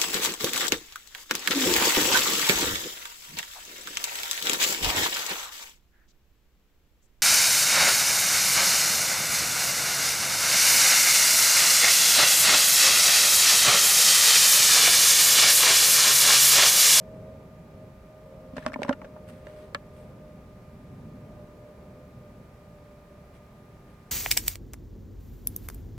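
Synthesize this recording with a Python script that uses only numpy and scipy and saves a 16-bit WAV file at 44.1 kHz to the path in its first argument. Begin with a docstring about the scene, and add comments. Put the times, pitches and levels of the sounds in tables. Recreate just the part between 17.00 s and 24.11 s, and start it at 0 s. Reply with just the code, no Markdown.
"""Outdoors, far traffic rumbles and a distant machine whines, slowly running down, under a small camera's
own thin tones and hiss. At 1.5 s someone shifts their grip on it: fingers knock and scrape, the plastic
housing thuds and rings, its seam crackles and a sleeve brushes past. At 2.7 s a panel snaps over with one
sharp click. The background carries on, the whine sinking and fading, with two faint brushes after 6 s."""
import sys
import numpy as np
from scipy import signal
from scipy.fft import rfft, irfft
from scipy.io import wavfile
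from scipy.ndimage import uniform_filter1d

SR = 44100
rng = np.random.default_rng(int(sys.argv[2]) if len(sys.argv) > 2 else 0)


def store_pcm(level_fs):
    """Save levels as 16-bit WAV."""
    pcm = np.round(np.clip(level_fs, -1, 1) * 32767).astype(np.int16)
    wavfile.write(sys.argv[1], SR, np.atleast_2d(pcm).T)


N = 313551
TIME = np.arange(N) / SR
HIT_SIZE, LEAD_SIZE = 4096, 256  # samples in one hit, and in its pre-roll
HIT_TIME = np.arange(HIT_SIZE) / SR
HIT_HZ = np.maximum(np.fft.rfftfreq(HIT_SIZE, 1 / SR), 1)
HIT_GAIN = np.sqrt(SR / 100)  # a hit's level is its rms as if packed into 10 ms
LEFT_RIGHT = np.array([[.5], [-.5]])  # splits a pan or a delay between the two microphone ports

# Fingers on the housing. Each row: start in seconds, thud, ring, clack and tick levels in dB, ring pitch
# and clack centre in Hz, clack width in octaves, scrape decay in seconds, left minus right in dB.
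KNOCKS = [(1.535, -39, -51, -61, -75, 614, 750, 0.76, 0.0013, -2),
          (1.5654, -37.5, -40, -43, -49, 576, 1500, 0.69, 0.0042, 1.5),
          (1.5805, -41, -35, -40.5, -53, 616, 1050, 0.81, 0.0013, -1),
          (1.623, -51, -58, -49, -62, 596, 1600, .3, 0.0042, 5),
          (1.644, -56, -47, -46.5, -68, 640, 1200, 0.67, 0.013, 1),
          (1.6629, -31, -27, -29, -38.5, 621, 1210, 0.44, .0003, -1),
          (1.674, -34.5, -57, -49, -57, 597, 1300, 0.64, 0.013, -1),
          (1.6982, -47, -48, -48, -70, 600, 1300, 0.37, 0.0009, -1),
          (1.7192, -58, -44, -47, -62, 606, 1400, 0.53, 0.0018, 6),
          (1.7332, -44, -40, -42.5, -56, 608, 1300, 0.58, .001, -2),
          (1.7404, -56, -54, -36.5, -48, 580, 2200, 0.18, 0.00032, -1),
          (1.7591, -32.5, -34.5, -34.5, -70, 608, 1000, 0.69, 0.00023, 2),
          (1.7915, -40, -36, -63, -75, 573, 800, .6, 0.0016, -8),
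          (1.7963, -32, -37, -50, -75, 552, 750, .5, .001, -1),
          (1.8193, -47, -30.5, -43, -54, 555, 990, 0.53, 0.0011, -6),
          (1.8314, -45, -37.5, -36.5, -41, 594, 2100, 0.46, 0.00036, 3),
          (1.846, -37, -37, -37, -52, 577, 880, 0.68, 0.0025, -1),
          (1.863, -45, -41, -51, -74, 590, 1500, 0.57, 0.0033, -4),
          (1.8805, -43, -39, -38.5, -61, 590, 1400, 0.77, 0.0056, 4),
          (1.8923, -20, -25.5, -25.5, -44, 568, 1050, 0.71, 0.00036, -2.5),
          (1.9084, -41, -25.5, -40, -62, 573, 1250, 0.67, 0.0017, -4),
          (1.926, -38, -45, -36.5, -60, 607, 1440, 0.72, 0.0037, 2),
          (2.016, -45, -46, -44.5, -58, 580, 1200, 0.79, 0.0025, 2),
          (2.044, -50, -41, -48, -59, 582, 1300, 0.87, .007, 1),
          (2.1635, -58, -45, -49.5, -72, 630, 870, 0.64, 0.00043, 0),
          (2.4685, -63, -42, -48.5, -65, 584, 1200, 1.13, 0.0011, -3),
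          (2.497, -57, -58, -60, -76, 595, 1980, 0.54, 0.001, 0)]
# The panels' clack. Each row: mode pitch in Hz, time to fall 60 dB in seconds, relative level in dB.
HOUSING_MODES = [(816, 0.034, 5.5), (855, 0.052, 5.5), (1014, 0.017, 9.5), (1096, .035, 1.5),
                 (1412, 0.051, 2.5), (1550, 0.015, 0), (1780, 0.062, 3), (1900, 0.026, 2), (2250, 0.018, 1),
                 (2390, 0.031, -8), (2790, 0.03, 6.5), (2960, 0.02, -2), (3830, 0.026, 11)]
# The fingertip's tick. Each row: frequency in Hz, relative level in dB.
TICK_EQ = [(2200, 7.5), (3800, -2), (4700, -9), (5500, 1), (6650, -11), (8400, -12), (9500, -20),
           (12000, -27), (16000, -37)]
# The click's attack. Each row: frequency in Hz, relative level in dB.
SNAP_EQ = [(400, -17), (800, -12), (1080, 5), (1400, 6.5), (2100, 1), (2800, -5), (4600, -5), (5400, -19),
           (6500, -36), (7200, -6), (8200, -14), (9100, -38), (10500, -33), (16000, -45)]
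# The click's ring. Each row: mode pitch in Hz, time to fall 60 dB in seconds, relative level in dB.
CLICK_MODES = [(261, .05, -10), (564, 0.06, 2), (800, 0.065, -9), (1100, 0.049, 2), (1360, 0.039, 0),
               (1550, .032, -6), (1710, 0.049, 0), (1857, 0.036, -6), (2240, .03, 1), (2400, 0.037, -9),
               (3130, 0.021, -9)]
# The click's dry rattle. Each row: frequency in Hz, relative level in dB.
CHATTER_EQ = [(500, -1), (1000, 6), (2200, -1), (3200, -4), (5200, -19), (6500, -30), (7900, -23),
              (9500, -33), (16000, -45)]
# The seam under the hardest presses. Each row: start in seconds, level in dB, decay in seconds.
SEAM_CRACKS = [(1.5666, -54, .004), (1.6636, -43.5, 0.0012), (1.7341, -56, .002), (1.7403, -54, .0015),
               (1.8188, -56, .0018), (1.8323, -41.5, 0.0013), (1.8812, -60, .0015), (1.892, -48, 0.0014),
               (1.929, -54, 0.0028)]
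# The seam's bright grit. Each row: frequency in Hz, relative level in dB.
SEAM_EQ = [(1800, 5), (3000, 1), (4000, 8), (4900, 6), (6300, -4), (8000, 0), (9800, -11), (12000, -19),
           (16000, -24)]
# Strokes of cloth and skin. Each row: peak time and length in seconds, rub and thread hiss levels in dB.
BRUSHES = [(1.579, 0.054, -49.5, -66.5), (1.645, 0.054, -58.5, -73), (1.679, 0.028, -51, -67),
           (1.734, .02, -56, -68), (1.828, 0.11, -56.5, -72), (1.9, 0.045, -58, -75),
           (2.29, 0.035, -57, -63), (2.337, 0.1, -61, -71), (2.487, 0.16, -61, -73), (2.615, 0.1, -62, -74),
           (2.98, 0.12, -64, -70.5), (6.353, .045, -62.5, -73), (6.907, .09, -69, -79)]
# The body of the rub. Each row: frequency in Hz, relative level in dB.
CLOTH_EQ = [(400, -27), (900, 8), (1800, 7.5), (3500, 0), (5000, -6.5), (6500, -11), (9000, -23),
            (16000, -32)]
# The threads' sizzle. 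Each row: frequency in Hz, relative level in dB.
THREAD_EQ = [(4000, -12), (7000, -6), (8200, 5), (9400, 2.5), (10700, -4), (12500, -3), (16000, -18)]
# Swells of a low rumble, the biggest near 4 s. Each row: time in seconds, level before its trim in dB.
RUMBLE_LEVELS = [(0.0, -46), (1.2, -51.5), (2.3, -49.5), (2.6, -52), (3.2, -47), (3.4, -49.5), (4.1, -44),
                 (4.8, -52), (5.1, -49.5), (6.5, -54), (7.1, -52)]
# The rumble's weight. Each row: frequency in Hz, relative level in dB.
RUMBLE_EQ = [(30, -32), (70, -5.5), (120, 0.5), (175, -0.5), (240, -5), (320, -14), (500, -21.5)]
# Far tyre wash. Each row: frequency in Hz, relative level in dB.
TYRE_EQ = [(200, -3.5), (310, -10.5), (420, -2.5), (530, -4.5), (620, -0.5), (730, -15.5), (1000, -18),
           (1600, -31)]
# The machine's upper whine, carried over on moving air. Each row: time in seconds, level in dB.
UPPER_WHINE_LEVELS = [(0, -49.5), (0.17, -46), (0.58, -59.5), (0.78, -53.5), (0.98, -61.5), (1.3, -53.5),
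                      (2.2, -50.5), (2.38, -54), (2.52, -52), (2.9, -55.5), (3.25, -53.5), (3.5, -58.5),
                      (4.02, -61.5), (4.22, -55), (4.92, -55), (5.2, -60), (6.28, -60.5), (7.1, -67.5)]
# Its lower whine. Each row: time in seconds, level in dB.
LOWER_WHINE_LEVELS = [(0, -52.5), (0.5, -66.5), (0.82, -56.5), (1, -62.5), (1.35, -57.5), (2.1, -62),
                      (2.35, -54), (2.75, -70), (3, -63), (3.4, -69), (4.6, -72.5), (5, -58.5), (5.5, -78),
                      (7.1, -75)]
# The bed of air and microphone hiss. Each row: frequency in Hz, relative level in dB.
AIR_EQ = [(15, -17), (30, 0), (70, 6), (130, -13), (350, -11), (700, -12.5), (1000, -16), (1500, -21),
          (2200, -23.5), (3000, -30), (6000, -35.5), (9800, -39.5), (12500, -37.5), (16000, -42.5)]
# The camera's own whistle. Each row: pitch in Hz, level in dB.
CAMERA_TONES = [(393, -66), (1211, -67), (2385, -81.5)]
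# Stereo width of the sound. Each row: frequency in Hz, side minus mid in dB.
STEREO_WIDTH = [(30, -22), (80, -28), (200, -21), (380, -13), (700, -8), (1300, -2.5), (2400, -2.5),
                (8000, -2), (11000, -6), (13000, -39)]


def knock(thud_db, ring_db, clack_db, tick_db, ring_hz, clack_hz, octaves, scrape_s, pan_db,
          thud_hz=260, thud_t60_s=0.055, ring_t60_s=0.052, slip_s=0.001, port_lag_s=.00009):
    """One touch: the finger catches and slips, the housing thuds, rings and clacks, the contact ticks."""
    # the longer the scrape, the more of the push comes as tiny slips after the first catch
    slips = unit_power(rfft(rng.standard_normal(HIT_SIZE) ** 3 * np.exp(-HIT_TIME / scrape_s)))
    push = 1 + scrape_s / slip_s * slips
    thud = body_mode(thud_hz, thud_t60_s)
    ring = body_mode(ring_hz, ring_t60_s)
    # the place of contact picks a band of the panels and favours some of their modes
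    band = 1 / (1 + (np.log2(HIT_HZ / clack_hz) / octaves / 2) ** 2) ** 4
    panels = panel_ring(HOUSING_MODES, scatter_db=5.5)
    # a first wave runs ahead of the ringing and reaches one port before the other
    first_wave = port_delay(port_lag_s * rng.uniform(-1.28, 1))
    clack = unit_power(band * panels) + 0.73 * unit_power(band * first_wave)
    # the tick is one sharp snap with a duller, gritty tail
    tail = burst(decay_s=0.0027) / (1 + (HIT_HZ / 13000) ** 2)
    tick_eq = eq(TICK_EQ)
    tick = unit_power(first_wave * tick_eq) + undb(3) * unit_power(tail * tick_eq)
    chirp = panel_chirp(spread_s=0.001824)
    layers = ((thud_db, thud), (ring_db, ring), (clack_db, clack * chirp), (tick_db, tick * chirp))
    spectrum = sum(undb(db) * unit_power(push * layer) for db, layer in layers)
    fades = signal.windows.tukey(HIT_SIZE, LEAD_SIZE / HIT_SIZE)
    return hit_wave(spectrum) * fades * undb(pan_db * LEFT_RIGHT)


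def fingers():
    """The grip shifts in a quick flurry of knocks on the housing."""
    return sum(place(knock(*touch), start_s) for start_s, *touch in KNOCKS)


def panel_click(start_s=2.7468, snap_db=-30.5, ring_db=-30.5, chatter_db=-35.5,
                lag_s=0.000211, lag_above_hz=2530):
    """A stressed panel snaps over, chatters dryly against its seat and rings briefly."""
    treble = HIT_HZ ** 4 / (HIT_HZ ** 4 + lag_above_hz ** 4)
    snap = unit_power(eq(SNAP_EQ) * port_delay(lag_s * treble))  # the top end hits the right port first
    ring = unit_power(panel_ring(CLICK_MODES))
    chatter = unit_power(burst(decay_s=0.006) * eq(CHATTER_EQ))
    click = undb(snap_db) * snap + undb(ring_db) * ring + undb(chatter_db) * chatter
    return place(hit_wave(click * panel_chirp(spread_s=0.00204)), start_s)


def seam_crackle(grit_power=1.6):
    """Tiny slips along the seam make bright bursts that die within milliseconds."""
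    out = np.zeros((2, N))
    for start_s, db, decay_s in SEAM_CRACKS:
        white = rng.standard_normal((2, HIT_SIZE))
        slips = np.sign(white) * abs(white) ** grit_power * np.exp(-HIT_TIME / decay_s)
        mid, side = unit_power(rfft(slips))
        crack = unit_power(stereo(mid, side, HIT_SIZE) * eq(SEAM_EQ))
        out += undb(db) * place(hit_wave(crack), start_s)
    return out


def mode(hz, t60_s, port_turn=0.77):
    """Spectrum of one fading mode; its phase tends to differ more between the ports the higher it is."""
    phase = port_turn * rng.standard_normal((2, 1)) * hz / 1000
    decay = np.exp(-np.log(1000) * HIT_TIME / t60_s)
    return unit_power(rfft(np.sin(2 * np.pi * hz * HIT_TIME + phase) * decay))


def body_mode(hz, t60_s, q=0.8):
    """The whole body's thud or hollow ring: one mode, band-passed around its own pitch."""
    return mode(hz, t60_s) / (1 + 1j * q * (HIT_HZ / hz - hz / HIT_HZ))


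def panel_ring(modes, scatter_db=0):
    """Panel modes ring together in alternating polarity, with optional random scatter in level."""
    shares = undb(scatter_db * rng.standard_normal(len(modes))) if scatter_db else np.ones(len(modes))
    return sum((-1) ** k * shares[k] * undb(db) * mode(hz, t60) for k, (hz, t60, db) in enumerate(modes))


def panel_chirp(spread_s):
    """Low bending waves travel slower through a panel, turning each click into a tiny falling chirp."""
    return np.exp(-4j * np.pi * spread_s * np.sqrt(1000 * HIT_HZ))


def sleeve(grain_db=2.0, rise_share=0.7):
    """Cloth and skin slide in soft strokes, quick in and slower out; threads catch unevenly and hiss."""
    rub, hiss = 0, 0
    for peak_s, length_s, rub_db, hiss_db in BRUSHES:
        span_s = length_s * np.where(TIME < peak_s, rise_share, 2 - rise_share)
        stroke = np.exp(-(2 * (TIME - peak_s) / span_s) ** 2)
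        rub += undb(rub_db) * stroke
        hiss += undb(hiss_db) * stroke
    brushing = rub * noise(CLOTH_EQ) + hiss * noise(THREAD_EQ)
    return brushing * unit_rms(undb(grain_db * wander(300)))


def traffic(rumble_trim_db=0.15, wash_db=-57, wash_follow=0.8, flutter_db=1.22):
    """A low rumble rises and falls; far tyre wash rides the same swells of air as the upper whine."""
    rumble_db = rumble_trim_db + fader(RUMBLE_LEVELS)
    whine_db = fader(UPPER_WHINE_LEVELS)
    swell_db = wash_follow * (whine_db - whine_db.mean())
    rumble = noise(RUMBLE_EQ) * undb(rumble_db + flutter_db * wander(9))
    wash = noise(TYRE_EQ) * undb(wash_db + swell_db + flutter_db * wander(7.7))
    return rumble + wash


def machine(start_hz=630.2, idle_hz=558.5, run_down_s=8.1, lower_ratio=.864):
    """Two far whines coast down together; moving air makes them waver and fade, blurring the lower one."""
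    pitch_hz = idle_hz + (start_hz - idle_hz) * np.exp(-TIME / run_down_s)
    upper = tone(pitch_hz, waver_hz=1.22, rate_hz=60)
    upper *= undb(fader(UPPER_WHINE_LEVELS) + 2.5 * wander(14))
    lower = tone(lower_ratio * pitch_hz, waver_hz=6.0, rate_hz=60)
    lower *= undb(fader(LOWER_WHINE_LEVELS) + 3.0 * wander(14))
    return upper + lower


def air(level_db=-54.0):
    """A steady bed of outdoor air and microphone hiss."""
    return undb(level_db) * noise(AIR_EQ)


def camera_tones():
    """Thin, steady tones from inside the camera."""
    return sum(undb(db) * tone(hz, waver_hz=0.632, rate_hz=20) for hz, db in CAMERA_TONES)


def tone(hz, waver_hz, rate_hz):
    """A sine at rms 1 whose pitch wavers at random."""
    return unit_rms(np.sin(2 * np.pi * np.cumsum(hz + waver_hz * wander(rate_hz)) / SR))


def noise(points):
    """Steady stereo noise at rms 1, shaped by an EQ curve."""
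    mid, side = rfft(rng.standard_normal((2, N)))
    return unit_rms(irfft(stereo(mid, side, N) * eq(points, N), N))


def burst(decay_s):
    """Spectrum of a dying puff of stereo white noise."""
    return rfft(rng.standard_normal((2, HIT_SIZE)) * np.exp(-HIT_TIME / decay_s))


def stereo(mid, side, size):
    """Left and right spectra: near mono in the bass, wide from 1 to 10 kHz, mono at the very top."""
    side = side * eq(STEREO_WIDTH, size)
    return np.array([mid + side, mid - side])


def port_delay(lag_s):
    """Phase shifts that put the left port behind the right by lag_s."""
    return np.exp(-2j * np.pi * HIT_HZ * lag_s * LEFT_RIGHT)


def hit_wave(spectrum):
    """Turn a hit's spectrum into a waveform with a short pre-roll."""
    return np.roll(irfft(spectrum), LEAD_SIZE, axis=1) * HIT_GAIN


def place(wave, start_s):
    """Lay a hit on a silent track with its attack at start_s."""
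    track = np.zeros((2, N))
    start = int(start_s * SR) - LEAD_SIZE
    track[:, start:start + HIT_SIZE] = wave
    return track


def eq(points, size=HIT_SIZE):
    """Gain of an EQ curve at each Fourier bin, rolling off beyond its end points."""
    hz, db = np.transpose(points)
    bins = np.maximum(np.fft.rfftfreq(size, 1 / SR), 1)
    skirts = np.minimum(bins / hz[0], 1) ** 2 * np.minimum(hz[-1] / bins, 1) ** 2
    return undb(np.interp(np.log(bins), np.log(hz), db)) * skirts


def fader(points):
    """A fader ride in dB, one value a sample."""
    return np.interp(TIME, *np.transpose(points))


def wander(rate_hz):
    """Smooth random drift at rms 1."""
    hold = int(SR / rate_hz)
    steps = np.repeat(rng.standard_normal(N // hold + 1), hold)
    return unit_rms(uniform_filter1d(uniform_filter1d(steps, hold), hold)[:N])


def undb(db):
    """Decibels to gain."""
    return 10 ** (np.asarray(db) / 20)


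def unit_rms(x):
    """Scale to rms 1."""
    return x / np.sqrt(np.mean(x ** 2))


def unit_power(spectrum):
    """Scale a spectrum to mean power 1 in each channel."""
    return spectrum / np.sqrt(np.mean(abs(spectrum) ** 2, axis=-1, keepdims=True))


def scene(pan_db=-0.5):
    """Close handling in front of a quiet outdoor bed that leans slightly right."""
    background = (traffic() + air() + machine() + camera_tones()) * undb(pan_db * LEFT_RIGHT)
    return fingers() + seam_crackle() + panel_click() + sleeve() + background


def record(dry):
    """The camera cuts the treble steeply above 16.5 kHz."""
    return signal.sosfilt(signal.ellip(8, .2, 70, 16500, fs=SR, output="sos"), dry)


dry = scene()
out = record(dry)
store_pcm(out)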